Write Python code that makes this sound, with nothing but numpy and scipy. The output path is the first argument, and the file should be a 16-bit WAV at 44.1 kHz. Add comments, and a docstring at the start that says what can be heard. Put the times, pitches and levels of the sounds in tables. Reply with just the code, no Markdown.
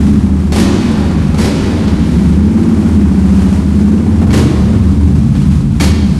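"""A concrete car park: a V-twin motorcycle creeps over one floor and up a walled ramp to the next deck,
heard from the rider's helmet. Tones at multiples of the engine cycle make the exhaust note, and uneven
firing pairs ring the standing waves under the ceiling. Four throttle blips roar and spit harsh pops of
filtered noise. Gas rasp and a mechanical hiss throb with the firings; noise that dies away makes the
echo. A limiter holds down the peaks."""
import sys
import numpy as np
from scipy import signal
from scipy.fft import rfft, irfft
from scipy.io import wavfile
from scipy.ndimage import uniform_filter1d, minimum_filter1d

SR = 44100
rng = np.random.default_rng(int(sys.argv[2]) if len(sys.argv) > 2 else 0)


def to_wav(s):
    """Save 16-bit WAV."""
    ch = np.atleast_2d(s).T  # columns
    pcm = np.round(np.clip(ch, -1, 1) * 32767)  # PCM
    wavfile.write(sys.argv[1], SR, pcm.astype(np.int16))


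N = 273155


def undb(db):
    """Turn decibels into a gain."""
    return 10 ** (np.asarray(db) / 20)


def level(x, db):
    """Scale a sound to a chosen rms (average) level."""
    return x * undb(db) / np.sqrt(np.mean(x ** 2))


def ring(x, modes):
    """Let a sound excite resonances (Hz, width Hz, dB), added with alternating sign."""
    out = 0
    for k, (hz, width_hz, db) in enumerate(modes):
        b, a = signal.iirpeak(hz, hz / width_hz, fs=SR)
        out = out + (-1) ** k * undb(db) * signal.lfilter(b, a, x)
    return out


def colour(x, points):
    """Filter a sound by a curve of (Hz, dB) points; pitches outside the curve are cut by 90 dB."""
    hz, db = np.transpose(points)
    f = np.maximum(np.fft.rfftfreq(len(x), 1 / SR), 1)
    gain_db = np.interp(np.log(f), np.log(hz), db, left=-90, right=-90)
    return irfft(rfft(x) * undb(gain_db), len(x))


def walk(rate):
    """Smooth random wandering: `rate` new random values per second, averaged twice."""
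    k = int(SR / rate)
    steps = np.repeat(rng.standard_normal(N // k + 1), k)
    return uniform_filter1d(uniform_filter1d(steps, k), k)[:N]


def revs(t):
    """Engine cycles per second: each blip climbs from creeping speed to a peak, then falls steadily."""
    # engine speed while the clutch drags or the engine idles: (time [s], speed [cycles/s])
    creep_speed = [(0, 15), (.3, 15.1), (.52, 13.5), (.7, 11.5), (1.3, 11.5), (2.06, 12.6), (2.2, 13.7),
                   (2.5, 16.8), (2.68, 17.5), (2.8, 17), (3.12, 14.7), (3.45, 14.6), (3.7, 15.4),
                   (4.1, 16.7), (4.2, 16.5), (4.5, 10.8), (5.5, 10.6), (5.72, 9.6)]
    # throttle blips: (revs start to climb [s], revs peak [s], peak speed [cycles/s])
    throttle_blips = [(.52, .68, 21.6), (1.28, 1.53, 22), (4.2, 4.52, 24.5), (5.72, 5.94, 17)]
    fall_per_s = 18.5  # cycles per s lost each second once the throttle shuts
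    creep = np.interp(t, *np.transpose(creep_speed))
    curves = [creep]
    for start_s, peak_s, top in throttle_blips:
        times = [start_s, peak_s, peak_s + top / fall_per_s]
        speeds = [np.interp(start_s, t, creep), top, 0]
        curves.append(np.interp(t, times, speeds, left=0))
    return uniform_filter1d(np.max(curves, axis=0), SR // 20)


def firings(hz):
    """Two uneven firings a cycle: a train of pulses, and a puff of gas that dies away after each."""
    rear_fires_at, rear_db = .4, -3  # share of the cycle after the front cylinder, strength
    timing_scatter, force_scatter_db = .02, 3.  # random spread: share of a cycle, dB
    cycles = np.cumsum(hz) / SR
    count = int(cycles[-1])
    chance = rng.standard_normal((count, 4))
    at = np.arange(count)[:, None] + [0, rear_fires_at] + timing_scatter * chance[:, :2]
    samples = np.interp(at, cycles, np.arange(N)).astype(int)
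    force = undb([0, rear_db] + force_scatter_db * chance[:, 2:])
    pulses = np.zeros(N)
    np.add.at(pulses, samples, force)
    puff_s = 0.018  # time for a puff to fall to about a third
    puff = signal.lfilter([1], [1, -np.exp(-1 / (puff_s * SR))], pulses)
    return pulses, puff / np.mean(puff)


def exhaust(hz, thump_db, bark_db):
    """One tone per multiple of the cycle; each wanders as the bike moves among the reflections."""
    # the uneven firing favours some tones: (multiple of the cycle rate [-], level [dB])
    orders = [(2, -12), (3, -18), (4, -14), (5, 0), (6, -6), (7, -11), (8, -22), (9, -12), (10, -7),
              (11, -13), (12, -5), (13, 1), (14, -5), (15, -10), (16, -16), (17, -6), (18, -11), (19, -7),
              (20, -16), (21, -14), (22, -13), (23, -15), (24, -16), (25, -14), (26, -17), (27, -18),
              (28, -16), (29, -19), (30, -19), (31, -20), (32, -20)]
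    # tailpipe colour: (frequency [Hz], level [dB])
    pipe_colour = [(25, -15.5), (50, -4), (62, -3.5), (75, 2), (95, 3), (118, -6.5), (145, -0.5), (195, 2),
                   (225, 1), (260, -4.5), (330, -3.5), (450, -10.5), (700, -20.5)]
    bark_from_hz, wander_db = 135, 2.
    angle, out = 2 * np.pi * np.cumsum(hz) / SR, 0
    # a sudden change of revs shakes out the deepest orders: here they are made louder
    revs_change = uniform_filter1d(np.gradient(hz) * SR, SR // 10)
    surge_db = np.minimum(0.5 * np.abs(revs_change), 8)
    pipe_hz, pipe_db = np.transpose(pipe_colour)
    for k, db in orders:
        barking = 1 / (1 + (bark_from_hz / (k * hz)) ** 12)  # 0 for deep tones, 1 for high ones
        pipe_gain_db = np.interp(np.log(k * hz), np.log(pipe_hz), pipe_db)
        gain_db = db + pipe_gain_db + barking * bark_db + wander_db * walk(4.01)
        phase = k * angle + 2 * np.pi * rng.random() + 0.4 * walk(5)
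        out = out + undb(gain_db + (k < 4) * surge_db) * np.sin(phase)
    return out * undb(thump_db)


def standing_waves(pulses, ramp, deck, db):
    """The firings feed the fixed pitches of the space the bike is in; they ring on after revs change."""
    # standing waves in each space: (frequency [Hz], width [Hz], level [dB])
    floor_waves = [(75, 6, 2), (108, 6, -6), (150, 7, -4), (185, 9, -4), (213, 7, 0), (285, 14, -8)]
    ramp_waves = [(77, 6, -8), (150, 8, -12), (210, 12, -8), (270, 18, -12)]
    deck_waves = [(77, 5, 7), (95, 7, -2), (124, 3.5, 2), (150, 6, -1), (190, 8, 0), (218, 6, 2),
                  (280, 10, -7)]
    turbulence = .4  # gas noise against the firings

    def steep(x, waves):
        """Pass through each resonance twice, so that its sides are steeper."""
        return sum(ring(ring(x, [wave]), [(*wave[:2], 0)]) for wave in waves)

    pulses = pulses + turbulence * np.std(pulses) * rng.standard_normal(N)
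    # pitches, how far inside the space the bike is, level over the thump in dB
    spaces = ((floor_waves, 1 - ramp, -4), (ramp_waves, ramp - deck, -3.5), (deck_waves, deck, 1))
    hum = 0
    for waves, inside, over_db in spaces:
        hum = hum + steep(undb(db + over_db) * pulses * inside, waves)
    return hum / np.std(steep(pulses, floor_waves))


def rasp(puff, rasp_db):
    """Turbulent gas leaving the pipe: noise that throbs with the firings."""
    # colour of the gas noise: (frequency [Hz], level per Hz [dB])
    rasp_colour = [(220, -5), (380, -2.5), (459, -11.5), (513, -8), (596, -13.5), (816, -12), (2500, -28),
                   (3250, -53), (5500, -120)]
    gas = (0.64 + puff) * rng.standard_normal(N)
    return undb(rasp_db) * level(colour(gas, rasp_colour), 0)


def gear(puff, db):
    """Valve gear, chain and tyres: a hiss that flickers and ticks faintly with the firings."""
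    # colour of the hiss: (frequency [Hz], level per Hz [dB])
    gear_colour = [(590, -6), (1000, -4), (1510, -6.5), (1770, -10), (2360, -10), (3260, -12),
                   (9360, -18.5), (11900, -26.5), (15500, -50)]
    hiss = colour((7.0 + puff) * rng.standard_normal(N), gear_colour)
    flicker_db = 1.3 * walk(14)
    return level(hiss, 0) * undb(db + flicker_db)


def pops():
    """Blips roar; each pop is a crack and a rush of gas whose blow sets the silencer shell ringing."""
    # roar of gas in each blip: (time [s], length [s], level [dB], treble lift [dB])
    roars = [(0.519, 0.12, -24, 3.5), (1.378, 0.087, -22, 2), (4.314, 0.083, -19, -2.5),
             (5.797, 0.045, -22, 7.5)]
    # exhaust pops: (time [s], strength [dB], treble lift [dB], ring of the metal [dB])
    pop_list = [(.521, -9, -4, -16), (0.56, -9, -3, -16), (.583, -11.5, -3, -24), (.599, -13, 3, -9),
                (1.344, -13, -12, -15), (1.385, -14, -4, -13), (1.412, -21, -1, -6),
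                (1.445, -10.5, -7, -10), (1.879, -9, -16, -20), (4.306, -10, -12, -14),
                (4.329, -14, -1, -15), (4.340, -12, 3, -15), (4.359, -13, -4, -20), (4.376, -11.5, 2, -18),
                (5.352, -15, -16, -20), (5.800, -9, -5, -7), (5.809, -9.5, 1, -2), (5.830, -15, -6, -2),
                (5.840, -11, 2, -5), (5.876, -20, 0, -4)]
    # colour of roars and pops: (frequency [Hz], level per Hz [dB])
    pop_colour = [(180, -24), (300, 6.5), (397, -1), (610, -8.5), (674, -11), (808, -9), (1370, -14.5),
                  (4720, -18.5), (11000, -26.5), (15500, -48)]
    # ringing of the silencer shell: (frequency [Hz], time to fall 60 dB [s], level [dB])
    silencer = [(830, .05, -8), (1320, .04, -8), (1800, .03, -9), (2250, .045, -4), (3250, .03, -11),
                (4400, .05, -6), (5500, .025, -11), (6600, .02, -12)]
    roar_swell_s, roar_start = 0.023, .5  # time to full strength, share reached after 2 ms
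    roar_fade_s, pop_fade_s = 0.37, 0.13  # times to fall 60 dB
    rush, bright, blows = np.zeros((3, N))
    noise, t = rng.standard_normal(N), np.arange(SR // 2) / SR

    def add_burst(i, shape, lift_db):
        """Add shaped noise from sample i, and the extra share meant for its treble."""
        burst = shape[:N - i] * noise[i:i + len(t)]
        rush[i:i + len(t)] += burst
        bright[i:i + len(t)] += burst * (undb(lift_db) - 1)

    for s, length, db, lift_db in roars:
        swell = np.interp(t, [0, .002, roar_swell_s], [0, roar_start, 1])
        fade_db = -60 / roar_fade_s * np.maximum(t - length, 0)
        add_burst(int(s * SR), undb(db + fade_db) * swell, lift_db)
    for s, db, lift_db, ring_db in pop_list:
        gas = 0.33 * undb(-60 / pop_fade_s * t)
        crack = 0.31 * np.exp(-t / 0.0018)
        opening = np.minimum(t / .0012, 1)
        add_burst(int(s * SR), undb(db) * (gas + crack) * opening, lift_db)
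        blows[int(s * SR)] = undb(db + ring_db)
    treble = signal.lfilter(*signal.butter(1, 3000, "high", fs=SR), bright)
    bursts = colour(rush + treble, pop_colour) / np.std(colour(noise, pop_colour))
    shell = sum(undb(db - 60 / t60 * t) * np.sin(2 * np.pi * hz * t) for hz, t60, db in silencer)
    return bursts + signal.fftconvolve(blows, shell)[:N]


def concrete_echo(column, onset_s=0.0067):
    """Diffuse concrete echo: noise that builds briefly and dies band by band; total energy 1."""
    # time to fall 60 dB: (frequency [Hz], time on the open floor [s], time on the ramp [s])
    echo_decay = np.array([(96, 4.7, 2.2), (385, 4.3, 2.08), (1500, 4.16, 0.99), (4220, 2.8, 1.44),
                           (8000, 1.08, 0.57), (12600, 0.11, 0.067)])
    size = 1 << 17
    t, out = np.arange(size) / SR, 0
    f = np.log(np.maximum(np.fft.rfftfreq(size, 1 / SR), 1))
    noise = rfft(rng.standard_normal(size))
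    for k, t60 in enumerate(echo_decay[:, column]):
        share = np.interp(f, np.log(echo_decay[:, 0]), np.eye(len(echo_decay))[k])  # overlapping bands
        out = out + irfft(noise * share, size) * undb(-60 / max(t60, .1) * t)
    out = out * (1 - np.exp(-t / onset_s))
    return out / np.sqrt(np.sum(out ** 2))


def scene():
    """The bike close by, plus the echo of the floor, then of the ramp, which also serves the deck."""
    # exhaust: (time [s], level of the deep thump [dB], level of the bark [dB])
    exhaust_levels = [(0, -9, -10.5), (.38, -14, -20), (.48, -28, -17.5), (.55, -14, -14),
                      (1.08, -21.5, -19.5), (1.36, -15.5, -16), (1.53, -21, -15.5), (1.7, -17, -17.5),
                      (2.02, -18.5, -14), (2.28, -14.5, -13.5), (2.6, -15.5, -11.5), (3.7, -12.5, -14.5),
                      (3.95, -19, -10.5), (4.26, -12, -17.5), (4.45, -19, -12.5), (4.6, -12.5, -22.5),
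                      (5.5, -18, -11.5), (5.8, -14.5, -18), (5.95, -17.5, -15.5), (6.19, -15.5, -20)]
    # at creeping revs: (time [s], level of the gas rasp [dB], level of the gear hiss [dB])
    hiss_levels = [(0, -29, -33.5), (.4, -33, -38.5), (.9, -31, -35), (1.75, -30, -34), (2.3, -34, -35),
                   (2.65, -29, -35.5), (3.2, -30.5, -34.5), (3.55, -30.5, -32.5), (3.9, -32, -36),
                   (4.65, -31, -35), (5, -35, -37.5), (5.4, -34, -34), (5.72, -35, -37), (6.19, -33, -33)]
    # echo, a row for the floor and one for the ramp: (level of the rasp [dB], level of the pops [dB])
    echo_levels = [(-6.5, -2), (-4.5, -8)]
    engine_echo_db = (-8, -14)  # on the floor, on the ramp
    enter_ramp_s, reach_deck_s, enter_takes_s = 2.1, 3.85, .3
    creep_hz = 15  # engine cycles per s at walking pace
    rasp_db_per_octave, gear_db_per_octave = 3, 2  # rise with revs
    t = np.arange(N) / SR
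    s, *columns = np.transpose(exhaust_levels)
    thump_db, bark_db = (np.interp(t, s, c) for c in columns)
    s, *columns = np.transpose(hiss_levels)
    rasp_db, gear_db = (np.interp(t, s, c) for c in columns)
    hz = revs(t)
    octaves = np.log2(hz / creep_hz)
    ramp = np.clip((t - enter_ramp_s) / enter_takes_s, 0, 1)
    deck = np.clip((t - reach_deck_s) / enter_takes_s, 0, 1)
    pulses, puff = firings(hz)
    engine = exhaust(hz, thump_db, bark_db - thump_db)
    engine = engine + standing_waves(pulses, ramp, deck, thump_db)
    gas = rasp(puff, rasp_db + rasp_db_per_octave * octaves)
    bike = np.array([engine, gas, pops()])
    out = bike.sum(axis=0) + gear(puff, gear_db + gear_db_per_octave * octaves)
    for column, inside, engine_db, rest_db in zip((1, 2), (1 - ramp, ramp), engine_echo_db, echo_levels):
        sent = inside * (undb([engine_db, *rest_db]) @ bike)
        out = out + signal.fftconvolve(sent, concrete_echo(column))[:N]
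    return out[None]


def record(dry):
    """A fast limiter holds the peaks near full scale, their very tips clip, and the top is cut."""
    top_hz = 15600
    hold = SR // 200  # samples in 5 ms
    gain = minimum_filter1d(1 / np.maximum(np.abs(dry), 1), 2 * hold)
    gain = uniform_filter1d(gain, hold)
    # opens and closes without a click
    edges = np.minimum(np.minimum(np.arange(N), np.arange(N)[::-1]) / hold, 1)
    held = np.clip(1.06 * gain * dry, -.995, .995) * edges
    return signal.sosfilt(signal.ellip(8, .05, 70, top_hz, fs=SR, output="sos"), held)


dry = scene()
out = record(dry)
to_wav(out)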